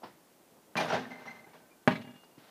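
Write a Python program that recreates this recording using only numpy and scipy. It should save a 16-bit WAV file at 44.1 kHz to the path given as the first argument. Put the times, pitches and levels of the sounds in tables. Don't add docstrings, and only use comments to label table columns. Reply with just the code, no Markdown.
import sys
import numpy as np
from scipy import signal
from scipy.fft import rfft, irfft
from scipy.io import wavfile

SR = 44100
rng = np.random.default_rng(int(sys.argv[2]) if len(sys.argv) > 2 else 0)


def amplitude_ratio(level_db):
    exponent = np.asarray(level_db, float) / 20
    return 10 ** exponent


def wrap_up_sound(samples):
    columns = np.atleast_2d(samples).T
    tamed = np.clip(columns, -1, 1)
    steps = np.round(tamed * 32767).astype(np.int16)
    wavfile.write(sys.argv[1], SR, steps)


N = 110250
TIME_S = np.arange(N) / SR
T60 = np.log(1000)


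def noise(n=N):
    return rng.standard_normal(n)


def level(x, db):
    return x * amplitude_ratio(db) / np.sqrt(np.mean(x ** 2))


def ring(x, hz, t60):
    pole = np.exp(2j * np.pi * hz / SR - T60 / (max(t60, 0.003) * SR))
    return signal.lfilter([1], [1, -pole], x).imag


def colour(x, points):
    hz = np.fft.rfftfreq(len(x), 1 / SR) + 1
    point_hz, point_db = np.array(points, float).T
    gain = amplitude_ratio(np.interp(np.log(hz), np.log(point_hz), point_db))
    return irfft(rfft(x) * gain, len(x))


def low(x, hz, order=2):
    return signal.sosfilt(signal.butter(order, min(hz, 18000), fs=SR, output="sos"), x)


def swell(at, rise, t60):
    t = np.maximum(TIME_S - at, 0)
    return (1 - np.exp(-t / max(rise, 1e-4))) * np.exp(-T60 * t / t60)


def walk(rate_hz):
    return level(low(noise(), rate_hz), 0)


# (frequency [Hz], density [dB per Hz])
FLOOR = [(35, -24), (130, -8.5), (220, 0), (700, -5), (1100, -10), (1600, -14.5), (4000, -19.5),
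         (15300, -20)]


def suburb():
    floor = level(colour(noise(), FLOOR), -62)
    bass = low(floor, 1200)
    waver_db = 1.0 * walk(4.8) + 0.5 * walk(25)
    return floor - bass + bass * amplitude_ratio(waver_db)


def tones(table, overtones_db, wobble, flutter_db, edge_s):
    out = np.zeros(N)
    clock = np.cumsum(1 + wobble * walk(37)) / SR
    flutter = amplitude_ratio(flutter_db * walk(135))
    for at, length, hz, db in table:
        rise = np.sin(np.pi / 2 * np.clip((TIME_S - at) / (2 * edge_s), 0, 1)) ** 2
        fall = np.exp(-T60 * np.maximum(TIME_S - at - length, 0) / (12 * edge_s))
        tone = np.zeros(N)
        for k, overtone_db in enumerate((0, *overtones_db), 1):
            if k * hz < 6600:
                tone += amplitude_ratio(overtone_db) * np.sin(2 * np.pi * k * hz * clock)
        out += amplitude_ratio(db) * np.sqrt(2) * rise * fall * tone
    return out * flutter


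# (time [s], length [s], pitch [Hz], level [dB])
WHISTLES = [
    (1.992, .02, 2828, -66),
    (2.016, .092, 2828, -64),
    (2.135, .105, 2825, -66),
    (2.245, .022, 2825, -70),
    (2.305, .02, 2825, -74),
    (2.34, .05, 2825, -77),
    (2.035, .018, 4400, -75),
    (2.175, .04, 4400, -77),
    (2.05, .2, 3450, -80),
]


def whistles():
    return tones(WHISTLES, (), wobble=0.0021, flutter_db=1.1, edge_s=0.005)


# (delay [s], bass [dB], treble [dB], bright [dB], smear [s])
HOUSE_FRONTS = [(0.031, -23, -33.5, -30, 0.008), (.041, -21.5, -32.5, -30, 0.0095),
                (0.056, -28.5, -45, -37, 0.01), (0.079, -27.5, -38, -31, .007),
                (0.101, -31, -49.5, -56, 0.011), (0.119, -31.5, -49, -59, 0.012),
                (.128, -33.5, -53, -52, 0.0089), (0.137, -35, -59, -40, 0.01),
                (0.168, -37, -44, -52, 0.014), (0.196, -35.5, -43.5, -56, 0.016),
                (0.213, -37.5, -52.5, -67, 0.011), (.229, -41, -62, -50, 0.016),
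                (0.259, -45, -53, -67, 0.016), (0.279, -47.5, -59, -49, 0.014)]


def yard(x):
    t = np.arange(int(0.7 * SR)) / SR
    tail = low(noise(len(t)), 2570, order=1) * np.exp(-T60 * t / 0.24) * (t > 0.006)
    response = amplitude_ratio(-34) * tail / np.sqrt(np.sum(tail ** 2))
    wall_loss_db = -4
    for lag, bass_db, treble_db, bright_db, smear in HOUSE_FRONTS:
        puff = noise(len(t)) * (t > lag) * np.exp(-np.maximum(t - lag, 0) / (smear * 0.92))
        puff = low(puff / np.sqrt(np.sum(puff ** 2)), 7000, order=1)
        click = 1.0 * (np.arange(len(t)) == int(lag * SR))
        below_bright = low(puff, 3780)
        treble = below_bright - low(below_bright, 900, order=1)
        response += amplitude_ratio(bass_db) * low(click, 365)
        response += amplitude_ratio(treble_db + wall_loss_db) * treble
        response += amplitude_ratio(bright_db) * (puff - below_bright)
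    return signal.fftconvolve(x, 3 * response)[:N]


# (time [s], level [dB], knock pitch [Hz], fall t60 [s], grit [dB])
STEPS = [
    (0.0198, -41.5, 834, 0.019, -13),
    (0.03, -39, 900, 0.1, -4),
    (0.075, -67, 450, 0.046, -6),
    (0.512, -55.5, 300, 0.087, -44),
    (2.2344, -41.5, 1000, 0.014, -7),
    (2.243, -58.5, 4660, 0.023, -6),
    (0.059, -64, 1840, 0.58, -16),
    (2.376, -40, 290, 0.042, -13.5),
]


def shoes():
    out = np.zeros(N)
    grit = level(colour(noise(), [(900, 13), (2400, 1), (5500, -2.5), (7500, -69)]), 0)
    for at, db, hz, fall, grit_db in STEPS:
        knock = level(ring(ring(noise(), hz, 3.4 / hz), hz, 3.5 / hz), 0)
        sole = swell(at, 0.001, fall) * knock
        crunch = amplitude_ratio(grit_db) * swell(at + 0.0029, 0.0033, 2.05 * fall) * grit
        out += amplitude_ratio(db) * (sole + crunch)
    drag = colour(noise(), [(150, -10), (500, 0), (1530, -6), (4500, -12), (7000, -26)])
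    return out + level(drag, -60.5) * swell(2.378, 0.0064, 6.6) * amplitude_ratio(2.0 * walk(40))


# (time [s], length [s], pitch [Hz], level [dB])
SQUEAKS = [(0.771, 0.018, 2387, -33), (0.804, 0.015, 2400, -51), (0.894, 0.0084, 5650, -45.5),
           (1.104, 0.013, 2078, -48), (1.126, 0.013, 2072, -48), (1.148, 0.0085, 2056, -49),
           (1.167, 0.018, 2081, -53.5), (1.2, 0.03, 2060, -61.5), (1.222, 0.025, 2075, -58),
           (1.255, 0.021, 5700, -65), (1.27, 0.015, 2071, -43), (1.292, 0.025, 2076, -47.5),
           (1.338, 0.02, 2077, -57), (1.362, 0.013, 2060, -60), (1.384, 0.015, 2068, -56.5),
           (1.435, 0.012, 2066, -57.5), (1.472, 0.021, 2068, -65), (1.51, 0.0055, 2240, -62.5),
           (1.706, 0.027, 2390, -67)]
# (level [dB], level [dB])
SQUEAK_OVERTONES = (-20, -24)


def hinges():
    return tones(SQUEAKS, SQUEAK_OVERTONES, wobble=0.004, flutter_db=2.5, edge_s=0.006)


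# (frequency [Hz], level [dB], t60 [s])
HOOP_MODES = [(181, -7, 0.23), (233, -1.5, 0.22), (255.2, -1, 0.44), (370, -14, 0.56), (431.5, -3.5, 0.079),
              (469, -3, 0.21), (625, -0.5, 0.058), (790, -0.5, 0.08), (835, -1.5, 0.06), (926, -4, 0.05),
              (973, -10, 0.033), (1240, -11, 0.019), (1561, 0, 0.053), (1775, -5, 0.06)]


def hoop_modes(x):
    return sum(amplitude_ratio(db) * ring(x, hz, t60) / np.sqrt(t60) for hz, db, t60 in HOOP_MODES)


# (time [s], peak [dB], pitch [Hz])
KNOCKS = [(.7765, -26, 810), (.7885, -21.5, 840), (.7935, -24.5, 694), (.8015, -25, 900),
          (.8055, -20.5, 870), (.811, -22, 600), (.8175, -31, 650), (.8235, -21, 625), (.8335, -23.5, 620),
          (.8475, -22.5, 714), (.861, -29, 1030), (.882, -29.5, 520), (.895, -30, 1460), (.9035, -22, 1494),
          (.9085, -21.5, 930), (.913, -26, 781), (.9185, -25.5, 800), (.922, -20, 1380), (.9295, -19, 693),
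          (.934, -18, 642), (.9415, -19.5, 700), (.952, -21, 590), (.956, -31, 910), (.968, -33, 623),
          (.979, -29.5, 580), (.998, -35, 452), (1.054, -35, 1830), (1.105, -45, 786), (1.115, -38, 795),
          (1.257, -42, 1250), (1.277, -41, 790), (1.295, -44, 1530), (1.47, -41, 400), (1.534, -50, 970),
          (1.55, -46, 1120)]


def bracket_knocks():
    notes, jolts = np.zeros(N), np.zeros(N)
    for at, db, hz in KNOCKS:
        tap = np.zeros(N)
        tap[int(at * SR)] = -amplitude_ratio(db)
        tap = low(tap, 2500)
        jolts += tap
        notes += amplitude_ratio(-2) * ring(tap, hz, 0.019)
    crack = amplitude_ratio(-18.5) * ring(jolts, 2480, 0.0094)
    board = hoop_modes(jolts)
    first_knock_db = KNOCKS[0][1]
    return notes + crack + amplitude_ratio(-10) * board * amplitude_ratio(first_knock_db) / np.abs(board).max()


def rim_hum():
    hum = np.sin(2 * np.pi * 1532 * TIME_S) * np.cos(np.pi * 5.5 * TIME_S)
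    return amplitude_ratio(-59.5) * swell(0.75, 0.018, 5) * hum


# (frequency [Hz], density [dB per Hz])
SHEET = [(70, -50), (170, -20), (633, -3), (1560, -7), (2750, -11), (6100, -22), (7600, -34), (15000, -47)]
# (time [s], level [dB], rise [s], fall t60 [s], treble [dB])
RATTLES = [(0.756, -31, 0.002, 0.1, -6), (0.766, -32, 0.0015, 0.29, 6.5), (0.798, -31.5, 0.004, 0.4, 1),
           (0.878, -40, 0.014, 0.15, 11.5), (0.893, -30.5, 0.0094, 0.24, -3.5),
           (0.921, -34, 0.0058, 0.41, 3), (0.938, -40, .004, 0.19, 5), (0.969, -52.5, 0.033, 0.91, -3),
           (1.102, -49.5, 0.0028, 0.67, -2.5), (1.186, -52, 0.021, 0.4, 3),
           (1.253, -48.5, 0.0038, 0.75, -1.5), (1.349, -67, 0.0035, 0.16, 7),
           (1.464, -52, 0.0054, 0.17, -18), (1.531, -54.5, 0.0039, 0.43, 1.5)]


def hoop():
    clicks_per_s, click_spread_db = 1600, 2
    clicks = (rng.random(N) < clicks_per_s / SR) * noise()
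    clicks = clicks * amplitude_ratio(click_spread_db * rng.exponential(size=N))
    clicks = level(clicks, 0) + 0.5 * noise()

    shake, bright = np.zeros(N), np.zeros(N)
    for at, db, rise, fall, treble_db in RATTLES:
        shake += amplitude_ratio(db) * swell(at, rise, fall)
        bright += amplitude_ratio(db + treble_db) * swell(at, rise, 0.85 * fall)
    shake = shake * amplitude_ratio(1.5 * walk(72))

    rung = hoop_modes(clicks * shake) * amplitude_ratio(-3) / np.std(hoop_modes(clicks))
    sheet = level(colour(0.16 * clicks + noise(), SHEET), -4.0)
    dull = low(sheet, 2740)
    hiss = dull * shake + (sheet - dull) * bright
    jingle = colour(clicks, [(7000, -20), (9400, 0), (12000, -6), (15000, -14)])
    jingle = jingle * amplitude_ratio(-43) * swell(0.767, 0.0026, 0.46)
    return bracket_knocks() + jingle + rung + hiss + rim_hum()


# (frequency [Hz], level [dB], t60 [s])
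BALL_MODES = [(153, -12, 0.048), (245.3, 1, 0.1), (411, -5, 0.044), (490, -10, 0.027), (628.6, 0.5, 0.071),
              (807, -2, 0.12), (943.5, 1.5, 0.15), (1088, 0, 0.042), (1498, -7, 0.06), (1702, 6, 0.024),
              (1880, 0, 0.04), (2277, -3.5, 0.046), (2782, -3, 0.052), (4700, -10, 0.03)]
# (frequency [Hz], density [dB per Hz])
SLAP = [(88, -63), (150, 3), (505, -14.5), (636, -15), (1090, -7.5), (1230, -11), (2750, -18), (15000, -63)]
# (time [s], peak [dB], contact length [ms], slap [dB], slap top [Hz])
HITS = [
    (0.7545, -24.5, 0.49, -0.5, 1800),
    (1.8759, -5, 0.34, -8.5, 14700),
]


def contact(at, ms):
    return np.sin(np.pi * np.clip((TIME_S - at) / (ms / 1000), 0, 1)) ** 2


def ball():
    out = np.zeros(N)
    rebound_s, rebound_db = 0.00103, -5.5
    for at, db, ms, slap_db, top_hz in HITS:
        push = amplitude_ratio(rebound_db) * contact(at + rebound_s, ms) - contact(at, ms)
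        body = sum(amplitude_ratio(mode_db) * ring(push, hz, t60) for hz, mode_db, t60 in BALL_MODES)
        slap = low(level(colour(noise(), SLAP), slap_db), top_hz)
        slap_fade = swell(at, 0.0002, 0.029) + amplitude_ratio(-15) * swell(at, 0.006, 0.21)
        hiss = low(noise(), top_hz)
        tick = amplitude_ratio(-32.5) * (hiss - low(hiss, 3500, order=1))
        tick_fade = swell(at, 0.00018, 0.013) + amplitude_ratio(-18) * swell(at, 0.0035, 0.38)
        out += amplitude_ratio(db) * (body / np.abs(body).max() + slap * slap_fade + tick * tick_fade)
    return out


def scene():
    bounce = ball()
    near = bounce + hoop() + shoes()
    squeaks = hinges()
    slap_edge = amplitude_ratio(5) * (bounce - low(bounce, 3780))
    echoes = yard(near + slap_edge + amplitude_ratio(-6) * squeaks)
    heard = near + squeaks + echoes
    heard = signal.sosfilt(signal.butter(4, 124.6, "high", fs=SR, output="sos"), heard)
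    return (heard + whistles() + suburb())[None]


def roll_off(x):
    return signal.sosfilt(signal.butter(12, 15470, fs=SR, output="sos"), x)


def record(dry):
    cut = signal.sosfilt(signal.ellip(10, 0.2, 70, 15350, fs=SR, output="sos"), dry)
    return roll_off(cut)


dry = scene()
out = record(dry)
wrap_up_sound(out)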